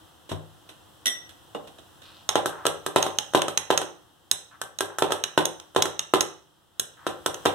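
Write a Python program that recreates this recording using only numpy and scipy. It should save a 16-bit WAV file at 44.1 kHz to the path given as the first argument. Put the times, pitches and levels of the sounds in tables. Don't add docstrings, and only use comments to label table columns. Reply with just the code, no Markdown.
import sys
import numpy as np
from scipy import signal
from scipy.fft import rfft, irfft, next_fast_len
from scipy.io import wavfile

SR = 44100
rng = np.random.default_rng(int(sys.argv[2]) if len(sys.argv) > 2 else 0)


def pcm_store(signal):
    levels = np.round(np.clip(np.atleast_2d(signal), -1, 1) * 32767)
    wavfile.write(sys.argv[1], SR, levels.astype(np.int16).T)


N = 332906
T = np.arange(int(.7 * SR)) / SR

# (frequency [Hz], level [dB])
STEEL_SPECTRUM = [(500, -26.5), (1500, -2.5), (2400, -4), (3100, 2), (3800, 3), (4700, -10), (6000, -5),
                  (7400, -3.5), (8600, -1.5), (10200, -7.5), (11300, -3), (12000, -19.5), (13800, -7),
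                  (16000, -41)]
# (frequency [Hz], level [dB], t60 [s])
COUNTER_MODES = [(99.6, 2, 0.17), (122, -5, 0.19), (155.6, -6, 0.25), (198, -7.5, 0.15)]


def undb(db):
    return 10 ** (np.asarray(db) / 20)


def at(points, hz):
    freqs, values = np.transpose(points)
    return np.interp(np.log(hz + 1), np.log(freqs), values)


def colour(x, points, tilt=0):
    size = next_fast_len(x.shape[-1] + 2048, True) // 2 * 2
    hz = np.fft.rfftfreq(size, 1 / SR)
    db = at(points, hz) + tilt * np.log2(np.clip(hz, 2000, 11000) / 4000)
    cepstrum = irfft(np.log(undb(db)))
    cepstrum[1:size // 2] *= 2
    cepstrum[size // 2 + 1:] = 0
    return irfft(rfft(x, size) * np.exp(rfft(cepstrum)))[..., :x.shape[-1]]


def band(x, low_hz, high_hz):
    return signal.sosfilt(signal.butter(2, [low_hz, high_hz], "band", fs=SR, output="sos"), x)


def low_cut(x, hz, order):
    return signal.sosfilt(signal.butter(order, hz, "high", fs=SR, output="sos"), x)


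def fade(t60):
    return np.exp(-np.log(1000) * T / t60)


def hit(x, db):
    return x * undb(db) / np.sqrt(np.mean(np.sum(x ** 2, -1)) * 100 / SR)


def noise(size, alike):
    common, left, right = rng.standard_normal((3, size))
    return np.sqrt(alike) * common + np.sqrt(1 - alike) * np.array([left, right])


def ring(modes, detune=0, scatter_db=0, phase_spread=np.pi):
    out = np.zeros((2, len(T)))
    for (hz, db, t60), chance in zip(modes, rng.standard_normal((len(modes), 4))):
        t = T[T < 1.5 * t60]
        phase = 2 * np.pi * hz * (1 + detune * chance[0]) * t + phase_spread * chance[2:, None]
        out[:, :len(t)] += undb(db + scatter_db * chance[1]) * np.sin(phase) * fade(t60)[:len(t)]
    return out


def struck(modes, centre_hz, detune=.025, phase_spread=.4):
    favoured = [(hz, db - 17 * abs(np.log2(hz / centre_hz)), t60) for hz, db, t60 in modes]
    return ring(favoured, detune, scatter_db=2, phase_spread=phase_spread)


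def from_right(x, left_db, lag_s=.00032):
    gains = undb([[left_db / 2], [-left_db / 2]])
    gains /= np.sqrt(np.mean(gains ** 2))
    late_left = np.pad(x[0], (int(lag_s * SR), 0))[:x.shape[1]]
    return gains * np.array([late_left, x[1]])


def add(track, s, x):
    start = int(s * SR)
    track[:, start:start + x.shape[1]] += x[:, :track.shape[1] - start]


def room_tone():
    # (frequency [Hz], level [dB])
    spectrum = [(18, -40.5), (30, -17), (90, 0), (266, -13.5), (303, -3), (426, -16), (512, -9.5),
                (600, -13.5), (702, -10), (1350, -13), (2410, -24.5), (3140, -13), (4650, -25), (8740, -23),
                (16000, -30.5)]
    # (time [s], level [dB])
    levels = [(0, -52.5), (.2, -55), (1, -53.5), (2, -53), (3.199, -52), (4.202, -59), (5.6, -56),
              (6.7, -62), (7.55, -44.5)]
    hiss = colour(noise(N, alike=.31), spectrum)
    return hiss / hiss.std() * undb(np.interp(np.arange(N) / SR, *np.transpose(levels)))


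def handling():
    # (time [s], bump level [dB], scrape level [dB])
    bumps = [(0.292, -41, -36.5), (0.316, -29, -35.5), (0.69, -50.5, -41.5), (1.291, -58, -43.5),
             (1.548, -29, -43), (1.673, -47, -45), (1.784, -50.5, -47), (2.019, -58, -45.5)]
    # (frequency [Hz], level [dB], t60 [s])
    dish_modes = [(3030, 9, 0.072), (3620, -2, 0.11), (3520, 1, 0.047)]
    out = np.zeros((2, N))
    for s, bump_db, scrape_db in bumps:
        thud = band(noise(len(T), alike=.15), 137, 340) * fade(.37)
        body = band(noise(len(T), alike=.5), 217, 850) * fade(.084)
        tick = hit(scrape(tilt=-3, t60=.14), scrape_db)
        dish = hit(ring(dish_modes, detune=.0274), bump_db - 11)
        add(out, s, hit(thud, bump_db - 15.5) + hit(body, bump_db))
        add(out, s, from_right(tick + dish, left_db=-3.5))
    add(out, .314, hit(ring(COUNTER_MODES, phase_spread=.5), db=-30))
    return out


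def scrape(tilt, t60):
    grain_db = 3 * np.repeat(rng.standard_normal(len(T)), SR // 500)[:len(T)]
    friction = noise(len(T), alike=.33) * undb(grain_db) * fade(t60)
    return colour(friction, STEEL_SPECTRUM, tilt)


def sugar_spoon():
    # (time [s], strength [dB])
    bounces = [(1.0574, -20), (1.0675, -19.5), (1.0795, -23.5), (1.0848, -48)]
    # (frequency [Hz], level [dB], t60 [s])
    bowl_modes = [(1954, 0, .32), (1990, -8, .15), (3176, -11, .3), (3380, -4, .07), (3515, -6, .34),
                  (3618, -1, .14), (3780, -7, .06), (5739, -3, .24), (5830, -1, .1), (7682, -15, .3),
                  (9012, -12, .14), (10270, -6, .18), (11060, -18, .22), (14190, -18, .2)]
    out = np.zeros((2, N))
    for s, db in bounces:
        chime = hit(ring(bowl_modes, detune=.002), db + .5)
        rattle = hit(chatter(tilt=0), db - 4.5)
        slide = hit(scrape(tilt=.5, t60=.1), db - 9)
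        thud = hit(band(noise(len(T), alike=1), 170, 800) * fade(.11), db - 21.5)
        add(out, s, chime + rattle + slide + thud)
    return from_right(out, left_db=-2.5)


def chatter(tilt, contact_s=.0036, tail_db=-19):
    envelope = 1 / (1 + (T / contact_s) ** 8) + undb(tail_db) * fade(.1)
    return colour(noise(len(T), alike=.6) * envelope, STEEL_SPECTRUM, tilt)


def froth():
    # (time [s], length [s], band centre [Hz], level [dB])
    squelches = [(2.033, 0.22, 3430, -55), (2.046, 0.15, 1360, -60.5), (2.523, 0.14, 1160, -44),
                 (4.513, 0.052, 1360, -52.5), (4.889, 0.062, 1220, -48), (6.971, 0.23, 1360, -55.5)]
    out = np.zeros((2, N))
    for s, length, hz, db in squelches:
        size = int(length * SR)
        pops = noise(size, alike=.63) * (rng.random(size) < .05) * np.linspace(1, .4, size)
        wet = band(pops, hz * .71, hz * 1.3)
        add(out, s, wet * undb(db) / wet.std())
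    return out


def stirring(mid_wall_hz=926, mid_spoon_hz=6700):
    # (time [s], push [dB], wall centre [Hz], steel [dB])
    knocks = [(2.3553, -19.5, 910, -24), (2.4581, -24, 1480, -30), (2.6536, -23, 1160, -38),
              (2.666, -24, 1330, -20.5), (2.8632, -27.5, 1450, -30), (2.9603, -16, 1010, -27),
              (3.0646, -28, 1060, -35.5), (3.3357, -33, 1240, -36.5), (3.3478, -15.5, 1010, -31.5),
              (3.419, -32.5, 944, -23), (3.482, -28.5, 1220, -30.5), (3.7032, -17.5, 990, -33),
              (3.8156, -31.5, 1090, -35.5), (4.807, -25, 1460, -25.5), (5.0219, -19, 950, -31),
              (5.1056, -29, 960, -43), (5.1208, -25, 1320, -25.5), (5.3763, -17, 1000, -25),
              (5.748, -44, 1157, -47), (5.7621, -18.5, 1010, -34), (5.8557, -29.5, 1260, -31),
              (6.137, -16.5, 1070, -27.5), (7.0662, -25, 1160, -42), (7.261, -24, 1390, -23),
              (7.4537, -26.5, 1310, -32.5), (7.458, -18, 940, -27)]
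    # (time [s], steel [dB], push [dB], wall centre [Hz], spoon centre [Hz])
    clinks = [(2.2904, -22, -27.5, 900, 6050), (3.0264, -23, -25, 870, 6250),
              (3.1862, -21.5, -33.5, 870, 6280), (3.5749, -20, -32.5, 850, 6700),
              (3.7762, -20.5, -29.5, 950, 6300), (4.3133, -19, -40, 1100, 8300),
              (4.6154, -34.5, -30.5, 1400, 7640), (4.7874, -31.5, -43, 1100, 6560),
              (4.985, -34, -25.5, 1380, 8300), (5.2385, -24, -34.5, 1400, 5800),
              (5.4543, -23.5, -36.5, 950, 7600), (5.5996, -43.5, -50, 1200, 5900),
              (5.8226, -19, -28, 950, 6600), (5.993, -25, -39.5, 860, 6200),
              (6.2077, -18.5, -30.5, 1000, 7100), (6.7965, -22.5, -36.5, 1600, 8540),
              (7.3433, -35.5, -40.5, 1200, 6660)]
    out = np.zeros((2, N))
    for s, push_db, wall_hz, steel_db in knocks:
        height = np.log2(wall_hz / mid_wall_hz)
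        tilt = -5.5 + 10 * height
        thump_db = push_db + .5 - 4 * height
        add(out, s, spoon_contact(steel_db, push_db, tilt, ring_hz=8700, ring_db=steel_db - 2.5))
        add(out, s, glass_clack(push_db, thump_db, wall_hz, mid_wall_hz))
    for s, steel_db, push_db, wall_hz, ring_hz in clinks:
        tilt = -1 + 14.5 * np.log2(ring_hz / mid_spoon_hz)
        thump_db = push_db - 12
        add(out, s, spoon_contact(steel_db, push_db, tilt, ring_hz, ring_db=steel_db + 2.5))
        add(out, s, glass_clack(push_db, thump_db, wall_hz, mid_wall_hz))
    return out


def spoon_contact(chatter_db, push_db, tilt, ring_hz, ring_db):
    # (frequency [Hz], level [dB], t60 [s])
    spoon_modes = [(3190, 5, 0.0083), (3874, 10.5, 0.014), (5400, -2.5, 0.024), (5830, -6.5, 0.016),
                   (6400, 1, 0.014), (6517, 5, 0.018), (7870, -4.5, 0.016), (8710, -1, 0.019),
                   (9000, -7.5, 0.0066)]
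    buzz = hit(chatter(tilt), chatter_db)
    slide = hit(scrape(tilt + .24, t60=.17), push_db - 3)
    clink = hit(struck(spoon_modes, ring_hz, detune=.01, phase_spread=1), ring_db)
    return from_right(buzz + slide + clink, left_db=-3.3)


def glass_clack(push_db, thump_db, wall_hz, mid_wall_hz, lag_s=.00055):
    # (frequency [Hz], level [dB], t60 [s])
    glass_modes = [(796, -9.5, 0.088), (866, -1, 0.097), (1013, 5, 0.032), (1138, -7.5, 0.08),
                   (1220, 0.5, 0.032), (1338, 8.5, 0.021), (1560, 4.5, 0.039), (1797, 2.5, 0.042)]
    # (frequency [Hz], level [dB], t60 [s])
    worktop_modes = [(175, -8, 0.073), (315, -14.5, 0.23), (373.6, 1.5, 0.044), (428, -10, 0.052),
                     (458, -1, 0.031), (535, 4.5, 0.036), (551, -19.5, 0.019)]
    thump_hz = 445 * (wall_hz / mid_wall_hz) ** -.31
    thump_hz *= np.exp(.13 * rng.standard_normal())
    wall = hit(struck(glass_modes, wall_hz), push_db)
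    wood = hit(struck(worktop_modes, thump_hz), thump_db)
    boom = hit(ring(COUNTER_MODES, phase_spread=.9), thump_db - 21)
    out = np.zeros((2, len(T)))
    add(out, lag_s, wall - wood + boom)
    return out


def kitchen(dry, waves_db=-5, tail_db=2.5, build_up_s=.004):
    # (frequency [Hz], level [dB], t60 [s])
    room_modes = [(100, -1, .55), (158, -3, .5), (198, -8, .45), (309, 0, .42), (355, -2, .42),
                  (397, -2, .4), (487, -2, .4), (521, -3, .4), (597, -2, .35), (705, -2, .3), (769, 0, .35),
                  (841, -2, .3), (982, -3, .25), (1095, -2, .3), (1358, -3, .3)]
    # (frequency [Hz], t60 [s])
    decay_times = [(100, 0.15), (500, 0.4), (1800, 0.39), (5000, 0.43), (13000, 0.22)]
    # (frequency [Hz], level [dB])
    tail_spectrum = [(60, -0.5), (250, -2), (500, -2.5), (1000, -5), (1800, -8.5), (2300, -11), (3100, -11),
                     (4000, -13), (4750, -31.5), (5600, -9.5), (6500, -15), (11000, -11.5), (15500, -20)]
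    hz = np.fft.rfftfreq(len(T), 1 / SR)
    common, own = rfft(noise(len(T), alike=1)), rfft(noise(len(T), alike=0))
    alike = .6 / (1 + (hz / 1800) ** 2)
    field = np.sqrt(alike) * common + np.sqrt(1 - alike) * own
    edges = np.r_[0, np.geomspace(100, SR / 2, 14)]
    build_up = 1 - np.exp(-(T / build_up_s) ** 2)
    tail = 0
    for low, high in zip(edges, edges[1:]):
        wash = irfft(field * ((hz >= low) & (hz < high)), len(T))
        envelope = fade(at(decay_times, (low + high) / 2)) * build_up
        tail = tail + wash * envelope / np.sqrt(np.sum(envelope ** 2))
    waves = ring(room_modes, phase_spread=.65)
    waves *= np.sqrt(2 * 1400 / SR / np.mean(np.sum(waves ** 2, -1)))
    response = undb(tail_db) * colour(tail, tail_spectrum) + undb(waves_db) * waves
    return signal.fftconvolve(dry, response, axes=1)[:, :N]


def scene(bass_hz=85):
    dry = stirring() + handling() + sugar_spoon() + froth()
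    dry = low_cut(dry, bass_hz, order=2)
    return dry + kitchen(dry) + room_tone()


def record(dry, left_cut_hz=45, right_cut_hz=130, top_hz=15700):
    # (frequency [Hz], width [Hz], gain [dB])
    dips = [(2240, 520, -8.5), (4564, 230, -16.5), (6720, 520, -10.5), (9380, 1000, -7), (12000, 600, -5.5)]
    mics = np.array([low_cut(dry[0], left_cut_hz, order=1), low_cut(dry[1], right_cut_hz, order=1)])
    for hz, width, db in dips:
        narrow_band = signal.lfilter(*signal.iirpeak(hz, hz / width, fs=SR), mics)
        mics = mics + (undb(db) - 1) * narrow_band
    top_cut = signal.ellip(8, .2, 70, top_hz, fs=SR, output="sos")
    return signal.sosfilt(top_cut, np.clip(mics, -1, 1))


dry = scene()
out = record(dry)
pcm_store(out)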